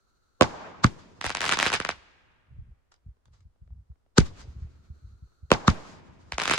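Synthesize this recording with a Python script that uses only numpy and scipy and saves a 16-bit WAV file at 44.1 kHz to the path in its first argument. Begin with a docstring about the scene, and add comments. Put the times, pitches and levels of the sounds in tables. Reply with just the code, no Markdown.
"""Firework candle at night

A firework candle fires outdoors, close to a stereo microphone: lift charges and comets thump out of tubes.
Shells burst overhead and stars crackle in volleys; each report is a shock pulse, a gas rush and a low ring.
A dull repeat follows at once, then the ground's slap; decaying noise, convolved with the shots, reverberates.
Shaped noise makes the hiss of fuse, embers and sparks, the ticks, the rumble under dull thuds and the night air."""
import sys
import numpy as np
from scipy import signal
from scipy.fft import rfft, irfft, next_fast_len
from scipy.io import wavfile

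SR = 44100
rng = np.random.default_rng(int(sys.argv[2]) if len(sys.argv) > 2 else 0)


def int16_out(signal):
    """Quantize to a 16-bit WAV file."""
    q = np.round(np.clip(np.atleast_2d(signal).T, -1, 1) * 32767)
    wavfile.write(sys.argv[1], SR, q.astype(np.int16))


N = 290178
TIME = np.arange(N) / SR
SIZE = 8192  # samples in one short sound
AROUND = (np.arange(SIZE) - SIZE // 2) / SR  # its time axis [s], zero at its centre
HZ = np.fft.rfftfreq(SIZE, 1 / SR)
GROUND_S, REPEAT_S = 0.0117, 0.0022  # delays of the ground echo and of the dull repeat [s]
TOP_HZ = 15900  # upper band limit of the microphone


def undb(db):
    """Level law: 20 dB is a tenfold amplitude."""
    return 10 ** (np.asarray(db) / 20)


def over_hz(hz, points, axis=1):
    """Spectral interpolation: a table column joined by straight lines over log frequency."""
    points = np.array(points)
    return np.interp(np.log(hz + 1), np.log(points[:, 0]), points[:, axis])


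def noise(colour, size):
    """Spectral shaping: white stereo noise is filtered to a colour and scaled to rms 1."""
    spectrum = rfft(rng.standard_normal((2, size)))
    x = irfft(spectrum * undb(over_hz(np.fft.rfftfreq(size, 1 / SR), colour)), size)
    return x / x.std()


def strength(x, db):
    """Sound exposure: a short sound gets the energy of one millisecond at this level."""
    energy = np.mean(np.sum(x ** 2, axis=-1))
    return x * undb(db) * np.sqrt(SR / 1000 / energy)


def pulse(gain, db, lag_s=0, pan_db=0, lead_s=0.014):
    """Impulse with a short lead-in, located by interaural time and level differences."""
    ears = np.array([[0.5], [-0.5]])
    delay_s = SIZE / 2 / SR + ears * lag_s
    x = irfft(gain * np.exp(-2j * np.pi * HZ * delay_s))
    lead_in = np.exp(-(np.minimum(AROUND, 0) / lead_s) ** 2)
    return strength(x * lead_in * undb(ears * pan_db), db)


def puff(colour, db, rise_s, fall_s):
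    """Turbulence noise: a short random burst swells and fades exponentially."""
    envelope = np.exp(-np.maximum(-AROUND / rise_s, AROUND / fall_s))
    return strength(noise(colour, SIZE) * envelope, db)


def held(start_s, length_s, attack_s, release_s):
    """Envelope: a linear rise, a hold and an exponential release."""
    rise = np.clip((TIME - start_s) / attack_s, 0, 1)
    return rise * np.exp(-np.maximum(TIME - start_s - length_s, 0) / release_s)


def flutter(depth_db, count):
    """Amplitude modulation: the gain wanders through this many random levels over the scene."""
    knots = np.linspace(0, TIME[-1], count)
    return undb(depth_db * np.interp(TIME, knots, rng.standard_normal(count)))


def add(track, s, x):
    """Superposition: a short sound is summed into the track with its centre at s."""
    start = int(round(s * SR)) - SIZE // 2
    a, b = max(start, 0), min(start + SIZE, N)
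    if b > a:
        track[:, a:b] += x[:, a - start:b - start]


# Spectrum of the night air: (frequency [Hz], relative level [dB])
AIR_COLOUR = [(25, 5), (70, 8.5), (150, -6), (400, -9), (700, -13.5), (1300, -16), (2500, -26),
              (5000, -27.5), (10000, -33.5), (16000, -43.5)]


def night_air():
    """Ambient noise: the still night air is a steady, coloured random hush."""
    return noise(AIR_COLOUR, N) * undb(-72)


# Fuses of climbing shells: (burst time [s], level [dB])
FUSES = [(.41, -75.5), (5.51, -74)]
# Spectrum of a fuse: (frequency [Hz], relative level [dB])
FUSE_COLOUR = [(200, -9), (400, -3.5), (700, -15.5), (1050, -12), (1350, 4), (1900, -21.5), (3300, -22),
               (4300, -5.5), (5100, -22.5), (6000, -13), (7200, -17.5), (8500, -24), (16000, -32.5)]


def fuses(flutter_db):
    """Combustion noise: a shell's fuse sputters softly through its climb until the burst."""
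    flight_s, attack_s, release_s = 1.3, 0.3, 0.03
    burning = sum(undb(db) * held(s - flight_s, flight_s, attack_s, release_s) for s, db in FUSES)
    return noise(FUSE_COLOUR, N) * burning * flutter(flutter_db, count=200)


# Spectrum of a tick: (frequency [Hz], relative level [dB])
TICK_COLOUR = [(100, -12.5), (350, -0.5), (900, -1.5), (2000, -17), (6000, -32), (16000, -53)]


def ticks(spread_db, count):
    """Random impulses: faint dull ticks, one at a random moment in each equal time slot."""
    track = np.zeros((2, N))
    middle_db, from_s, until_s = -64, 1.6, 6.5
    for k, (wait, size) in enumerate(rng.random((count, 2))):
        s = from_s + (until_s - from_s) * (k + wait) / count
        add(track, s, puff(TICK_COLOUR, middle_db + spread_db * (size - 0.5), 0.0006, 0.002))
    return track


# Faint spits of embers: (time [s], level [dB], decay [s])
SPITS = [(2.919, -48.5, 0.0074), (2.941, -54, 0.002), (3.256, -55.5, 0.0028), (3.337, -52.5, 0.036),
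         (3.406, -60.5, 0.0044)]
# Spectrum of spits and spark trails: (frequency [Hz], relative level [dB])
SPIT_COLOUR = [(200, -8.5), (1200, 3.5), (2500, -7), (4200, -4.5), (7000, -7), (10000, -23), (16000, -46.5)]


def spits():
    """Transient hiss: embers give noise puffs that rise four times as fast as they decay."""
    track = np.zeros((2, N))
    for s, db, decay_s in SPITS:
        add(track, s, puff(SPIT_COLOUR, db, decay_s / 4, decay_s))
    return track


# Spark trails of what leaves a tube: (start [s], level from which the fade begins [dB])
TRAILS = [(.844, -58.5), (4.183, -52.5), (5.68, -51.5)]


def trails():
    """Fading noise source: sparks sputter behind each shot, weaker as it climbs away."""
    rise_s, fade_db_per_s = 0.2, 40.5
    climb = 0
    for s, db in TRAILS:
        rise = np.clip((TIME - s) / rise_s, 0, 1)
        climb = climb + rise * undb(db - fade_db_per_s * np.maximum(TIME - s, 0))
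    return noise(SPIT_COLOUR, N) * climb * flutter(depth_db=6.5, count=180)


# Dull low thuds: (time [s], level before the trim [dB])
THUDS = [(1.261, -24), (2.504, -37.5), (2.584, -24.5), (2.682, -35.5), (3.059, -30), (3.081, -30.5),
         (3.449, -36.5), (3.614, -33), (3.896, -31), (4.476, -28.5), (4.56, -27.5), (4.617, -25.5),
         (4.643, -24), (4.897, -25.5), (5.221, -30.5), (5.425, -29.5), (6.329, -26.5)]
# Spells of low rumble: (start [s], length [s], level [dB])
RUMBLES = [(1.25, .72, -55.5), (2.46, .23, -49), (3.245, .22, -57.5), (3.635, 0.16, -50), (4.25, .44, -48),
           (4.721, .26, -58), (5.0, .13, -48), (5.418, 1.4, -61.5)]
# Spectrum of thuds and rumble: (frequency [Hz], relative level [dB])
THUD_COLOUR = [(22, -17), (45, 1), (70, 9.5), (110, -0.5), (170, -12), (260, -28), (400, -44.5),
               (800, -78.5)]


def thuds(trim_db, roll_db, roll_s):
    """Low-frequency impulses: each thud has a short noise roll, over spells of uneven rumble."""
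    track = np.zeros((2, N))
    gain = undb(over_hz(HZ, THUD_COLOUR))
    for s, db in THUDS:
        roll = noise(THUD_COLOUR, SIZE)[0] * np.exp(-((AROUND - 0.012) / roll_s) ** 2)
        thud = pulse(gain, db + trim_db, 0.0017 * rng.standard_normal(), lead_s=0.025)
        add(track, s, thud + strength(roll, db + roll_db))
    mid, side = noise(THUD_COLOUR, N)
    # a weak side signal leaves the rumble nearly alike in both ears
    rumble = mid + undb(-17.5) * np.array([[1], [-1]]) * side
    spells = sum(undb(db) * held(s, length_s, 0.03, 0.03) for s, length_s, db in RUMBLES)
    return track + rumble * spells * flutter(depth_db=2.5, count=160)


def echoes(x, bands, swell_s, likeness, patchy_db, size):
    """Reverberation: countless reflections swell, then decay unevenly, each band at its own pace."""
    t, hz = np.arange(size) / SR, np.fft.rfftfreq(size, 1 / SR)
    mid, side = rfft(rng.standard_normal((2, size)))
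    # the ears agree only at low frequencies
    alike = likeness / (1 + (hz / 1200) ** 2)
    left_right = np.array([[1], [-1]])
    spectrum = (mid * np.sqrt(1 + alike) + left_right * side * np.sqrt(1 - alike)) / np.sqrt(2)
    centres = np.geomspace(50, 16000, 10)
    knots = np.linspace(0, t[-1], 70)
    clumps = rng.standard_normal(len(knots))
    response = 0
    for centre, share in zip(centres, np.eye(len(centres))):
        swell = (1 - np.exp(-t / swell_s)) ** 2
        decay = np.exp(-np.log(1000) * t / over_hz(centre, bands, axis=2))
        # reflectors stand in clumps, so the echo comes in surges
        surges = 0.5 * clumps + rng.standard_normal(len(knots))
        fade = swell * decay * undb(patchy_db * np.interp(t, knots, surges))
        band = irfft(spectrum * np.interp(np.log(hz + 1), np.log(centres), share), size)
        response = response + band * fade / np.linalg.norm(fade) * undb(over_hz(centre, bands))
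    return signal.fftconvolve(x.mean(axis=0, keepdims=True), response, axes=1)[:, :N]


# Late roll of the far landscape: (frequency [Hz], level [dB], 60 dB decay time [s])
ROLL_BANDS = [(60, -26, 1.1), (300, -23, 0.78), (750, -15, 0.64), (2000, -13.5, 0.97), (5000, -18.5, 0.63),
              (12000, -32, .5)]


def late_roll(bursts):
    """Distant reverberation: only what explodes high up is heard by the far landscape."""
    return echoes(undb(-4.5) * bursts, ROLL_BANDS, swell_s=0.26, likeness=0.3, patchy_db=2.5, size=65536)


# Far echoes: (frequency [Hz], level [dB], 60 dB decay time [s])
FAR_BANDS = [(60, -16, 6.6), (150.4, -20.5, 2.5), (350, -17.5, 2.6), (820, -17.5, 1.8), (2000, -21, 2.1),
             (5000, -14, 0.85), (9000, -22.5, .85), (15000, -27.5, 0.46)]


def far_echoes(bursts, comets, lift, stars, distant):
    """Long reverberation: the surroundings roll every report and thud on."""
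    sent = undb(-0.5) * bursts + undb(-3) * comets + undb(-1.5) * lift
    sent = sent + undb(-5.5) * stars + undb(-9.5) * distant
    return echoes(sent, FAR_BANDS, swell_s=0.0051, likeness=0.15, patchy_db=3.0, size=98304)


# Nearby scatter: (frequency [Hz], level [dB], 60 dB decay time [s])
NEAR_BANDS = [(60, -7.5, 0.27), (150, -7.5, .13), (498.3, -12.5, 0.26), (1500, -5.5, 0.1),
              (5060, -0.5, 0.12), (15255, -23, .16)]


def near_scatter(bursts, comets, lift, stars, embers):
    """Early scattering: the near surroundings return a dense, short echo."""
    sent = undb(-1) * bursts + undb(-3.5) * comets + undb(0.5) * lift
    sent = sent + undb(-3.0) * stars + embers
    return echoes(sent, NEAR_BANDS, swell_s=0.0055, likeness=0.15, patchy_db=3.5, size=16384)


# Stars crumbling into weaker grains: (start [s], length [s], grain level before spread and trim [dB])
STARS = [(1.249, 0.018, -28), (1.413, 0.088, -22.5), (1.516, .028, -22.5), (1.605, .05, -24.5),
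         (1.664, .02, -24), (1.73, .024, -22.5), (6.39, .11, -25), (6.506, 0.04, -22)]


def sprays(count):
    """Random fragmentation: a star sheds grains at uneven steps, as (time, level, treble) rows."""
    spread_db, treble_db, treble_spread_db = 3, 2.5, 4
    grains = []
    for start_s, length_s, db in STARS:
        times = start_s + length_s * (np.arange(count) + rng.random(count)) / count
        size, bright = rng.standard_normal((2, count))
        levels = db + spread_db * np.minimum(size, 1)
        grains += zip(times, levels, treble_db + treble_spread_db * bright)
    return grains


# Loudest single grains: (time [s], level before the trims [dB], treble boost [dB])
GRAINS = [(1.213, -21, 4), (1.2432, -18, -2), (1.2651, -19.5, 12.5), (1.2949, -20, -1),
          (1.3033, -17.5, 4.5), (1.3502, -15.5, 1.5), (1.3707, -17.5, 0), (1.407, -17.5, 6.5),
          (1.4165, -16, 0.5), (1.4407, -18.5, 1), (1.4539, -17.5, 6.5), (1.4929, -13, 2.5),
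          (1.5135, -17, 8.5), (1.5234, -9.5, 2.5), (1.5725, -15, 0), (1.5896, -13.5, 3.5), (1.6, -12.5, 7),
          (1.6281, -10.5, 7.5), (1.6563, -18, -1), (1.664, -12, 2), (1.6702, -15.5, 10), (1.702, -19.5, -3),
          (1.7196, -17.5, -1), (1.729, -17, -5.5), (1.7392, -11.5, 10), (1.8017, -15, -3.5),
          (1.85, -16, -6.5), (1.891, -12.5, -1), (6.322, -20.5, 3), (6.3825, -15.5, 1), (6.3996, -16.5, -2),
          (6.4177, -16.5, -3), (6.436, -20.5, 15), (6.456, -18, 8), (6.478, -13, 8), (6.4975, -14.5, -10),
          (6.512, -9.5, -2), (6.5169, -15, 1), (6.537, -13.5, 8), (6.542, -20.5, 15), (6.5787, -14, -8)]
# Spectrum of a grain: (frequency [Hz], relative level [dB])
POP_COLOUR = [(40, -20), (130, -1.5), (350, -3.5), (900, 2), (1500, 4), (2600, 0), (4500, -8), (7000, -12),
              (9500, -18), (11500, -35), (14500, -38.5), (16000, -39.5)]


def crackle(pop_db, grit_db, ground_db):
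    """Small explosions: each grain of a star is one tiny gritty shock with a ground reflection."""
    track, carried = np.zeros((2, 2, N))
    colour = over_hz(HZ, POP_COLOUR)
    treble = HZ ** 2 / (HZ ** 2 + 3000 ** 2)
    knots = np.geomspace(500, 16000, 12)
    for s, db, treble_db in GRAINS + sprays(count=14):
        gain = undb(colour + treble_db * treble)
        lag, pan, height = rng.standard_normal(3)
        # no two grains have the same colour
        own = undb(4 * np.interp(HZ, knots, rng.standard_normal(len(knots))))
        shock = pulse(gain * own, db + pop_db, 0.00005 * lag - 0.00002, 2.6 * pan)
        add(track, s, shock + puff(POP_COLOUR, db + grit_db, 0.0013, 0.00079))
        # the ground swallows the treble of its echo
        slap = pulse(gain / (1 + (HZ / 4000) ** 2), db + ground_db, -0.0000031)
        add(track, s + GROUND_S + 0.00038 * height, slap)
        add(carried, s, pulse(gain, db))
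    return track, carried


# Spectrum of the gas rush: (frequency [Hz], relative level [dB])
GAS_COLOUR = [(100, -5), (700, 4.5), (1400, 8), (2200, -5), (4000, 1.5), (7500, -7.5), (9000, -26.5),
              (11500, -38.5), (16000, -31)]


def reports(table, colour, carry, gas_rise_s, gas_fall_s, ring_s, ring_db, ring_spread, churn_db):
    """Blast wave: shock, gas rush, low after-ring and a dull repeat, reflected by the ground."""
    direct, far = np.zeros((2, 2, N))
    gain = undb(over_hz(HZ, colour))
    # the repeat holds only the low middle
    repeat_gain = gain * HZ ** 2 / (HZ ** 2 + 220 ** 2) / (1 + (HZ / 750) ** 4)
    after = np.maximum(AROUND, 0)
    ring_fade = (1 - np.exp(-after / 0.0013)) * np.exp(-(after / ring_s) ** 2)
    # the ring reaches the two ears out of step [rad]
    ring_phase = np.array([[-0.5], [0.5]]) * ring_spread
    for s, db, gas_db, repeat_db, ground_db, far_db, pan_db, ring_hz in table:
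        ring = ring_fade * np.sin(2 * np.pi * ring_hz * after + ring_phase)
        shock = pulse(gain, db, -0.00012, pan_db)
        gas = puff(GAS_COLOUR, gas_db, gas_rise_s, gas_fall_s)
        churn = puff(colour, db + churn_db, 0.0011, 0.0095)
        # inverted, and mostly in the right ear
        repeat = pulse(repeat_gain, db + repeat_db, 0, -25.5)
        blast = shock + gas + churn + strength(ring, db + ring_db)
        blast = blast - np.roll(repeat, int(REPEAT_S * SR), axis=1)
        add(direct, s, blast)
        add(direct, s + GROUND_S, undb(ground_db - 8) * blast)
        add(far, s, pulse(undb(over_hz(HZ, carry)), db + far_db))
    return direct, far


# Lift charges: (time [s], shock level [dB], gas rush level [dB], dull right-ear repeat re shock [dB],
# ground echo re 8 dB below the blast [dB], sound sent to the surroundings re shock [dB],
# left minus right of the shock [dB], after-ring [Hz])
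LIFTS = [(4.1828, 3, -5, -13.5, -24, -9.5, 0.0019, 69.35)]
# Spectrum of a lift charge: (frequency [Hz], relative level [dB])
LIFT_COLOUR = [(25, -18), (60, -3.5), (160, 2), (300, -3.5), (500, -7.5), (720, -66), (1400, -18.5),
               (2500, -35.5), (7000, -26.5), (16000, -64.5)]
# Part of a tube's shot that carries to the surroundings: (frequency [Hz], relative level [dB])
TUBE_CARRY = [(25, -14.5), (70, -0.5), (200, 4), (450, -6.5), (800, -13), (2000, -15.5), (4500, -24),
              (7000, -23.5), (11000, -37.5), (16000, -45)]


def lift_charges():
    """Muzzle blast: the charge that lifts a shell thumps out of its tube."""
    return reports(LIFTS, LIFT_COLOUR, TUBE_CARRY, gas_rise_s=0.0038, gas_fall_s=0.0022,
                   ring_s=0.04, ring_db=-7.5, ring_spread=2.4, churn_db=-10)


# Comets leaving their tubes: same columns as the lift charges
COMETS = [(0.8438, 0, -10, -7.5, -22.5, -5.5, -2, 133.4), (5.6803, 0.0085, -9, -16, -15.5, -2, -0.2, 87.94)]
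# Spectrum of a comet's shot: (frequency [Hz], relative level [dB])
COMET_COLOUR = [(25, -22), (60, -0.5), (140, 8.5), (330, -5), (720, -19), (1200, -1), (2000, -15),
                (2900, -25), (4500, -33.5), (7000, -37), (11000, -50), (16000, -54)]


def comet_shots():
    """Muzzle blast: a comet leaves its tube with a low, ringing report."""
    return reports(COMETS, COMET_COLOUR, TUBE_CARRY, gas_rise_s=0.0035, gas_fall_s=0.0015,
                   ring_s=0.022, ring_db=-8.5, ring_spread=0.3, churn_db=-8.5)


# Shells bursting overhead: same columns as the lift charges
BURSTS = [(0.4106, -1, -13.5, 2, 2, 2.5, -3.5, 130), (5.5052, -25.5, -28, -16, -10.5, -14.5, 2.5, 130.7),
          (5.5165, 2, -12.5, -14, -9.5, -2.5, -2.5, 79.8)]
# Spectrum of a burst: (frequency [Hz], relative level [dB])
BURST_COLOUR = [(25, -25.5), (60, -12.5), (130, -2), (300, -4.5), (500, 4.5), (720, -9.5), (1100, -2),
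                (1800, -14.5), (3000, -10), (5200, -36.5), (7500, -29), (12000, -42.5), (16000, -56.5)]
# Part of an overhead burst that carries to the surroundings: (frequency [Hz], relative level [dB])
CARRY_COLOUR = [(25, -21), (70, -2), (200, 0.5), (450, -2), (1000, -1), (2000, -13.5), (4000, -21.5),
                (7000, -22.5), (11000, -41), (16000, -46)]


def shell_bursts():
    """Free-air explosion: a shell bursts overhead with a sharp shock and a weak after-ring."""
    return reports(BURSTS, BURST_COLOUR, CARRY_COLOUR, gas_rise_s=0.0009, gas_fall_s=0.0019,
                   ring_s=0.015, ring_db=-21, ring_spread=0.6, churn_db=-15)


def scene():
    """Superposition: direct sounds, their echoes and the background add linearly."""
    background = night_air() + fuses(flutter_db=1.5) + ticks(spread_db=11, count=40)
    embers = spits() + trails()
    distant = thuds(trim_db=2.0, roll_db=-6.5, roll_s=0.018)
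    stars, stars_far = crackle(pop_db=-3.0, grit_db=-4.5, ground_db=-12.0)
    lift, lift_far = lift_charges()
    comets, comets_far = comet_shots()
    bursts, bursts_far = shell_bursts()
    roll = late_roll(bursts_far)
    far = far_echoes(bursts_far, comets_far, lift_far, stars_far, distant)
    near = near_scatter(bursts_far, comets_far, lift_far, stars_far, embers)
    return background + embers + distant + roll + far + near + stars + lift + comets + bursts


def record(dry):
    """Dispersion and saturation: a lag of about one cycle sweeps bangs downwards; peaks overload."""
    size = next_fast_len(N + SR)
    lag_cycles, ceiling = 1.05, 0.95
    hz = np.fft.rfftfreq(size, 1 / SR)
    phase = 2 * np.pi * lag_cycles * np.log((hz + 8) / TOP_HZ)
    swept = irfft(rfft(dry, size) * np.exp(-1j * phase), size)[:, :N]
    limited = ceiling * np.tanh(swept / ceiling)
    low_pass = signal.ellip(8, 0.2, 70, TOP_HZ, fs=SR, output="sos")
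    return signal.sosfilt(low_pass, limited)


dry = scene()
out = record(dry)
int16_out(out)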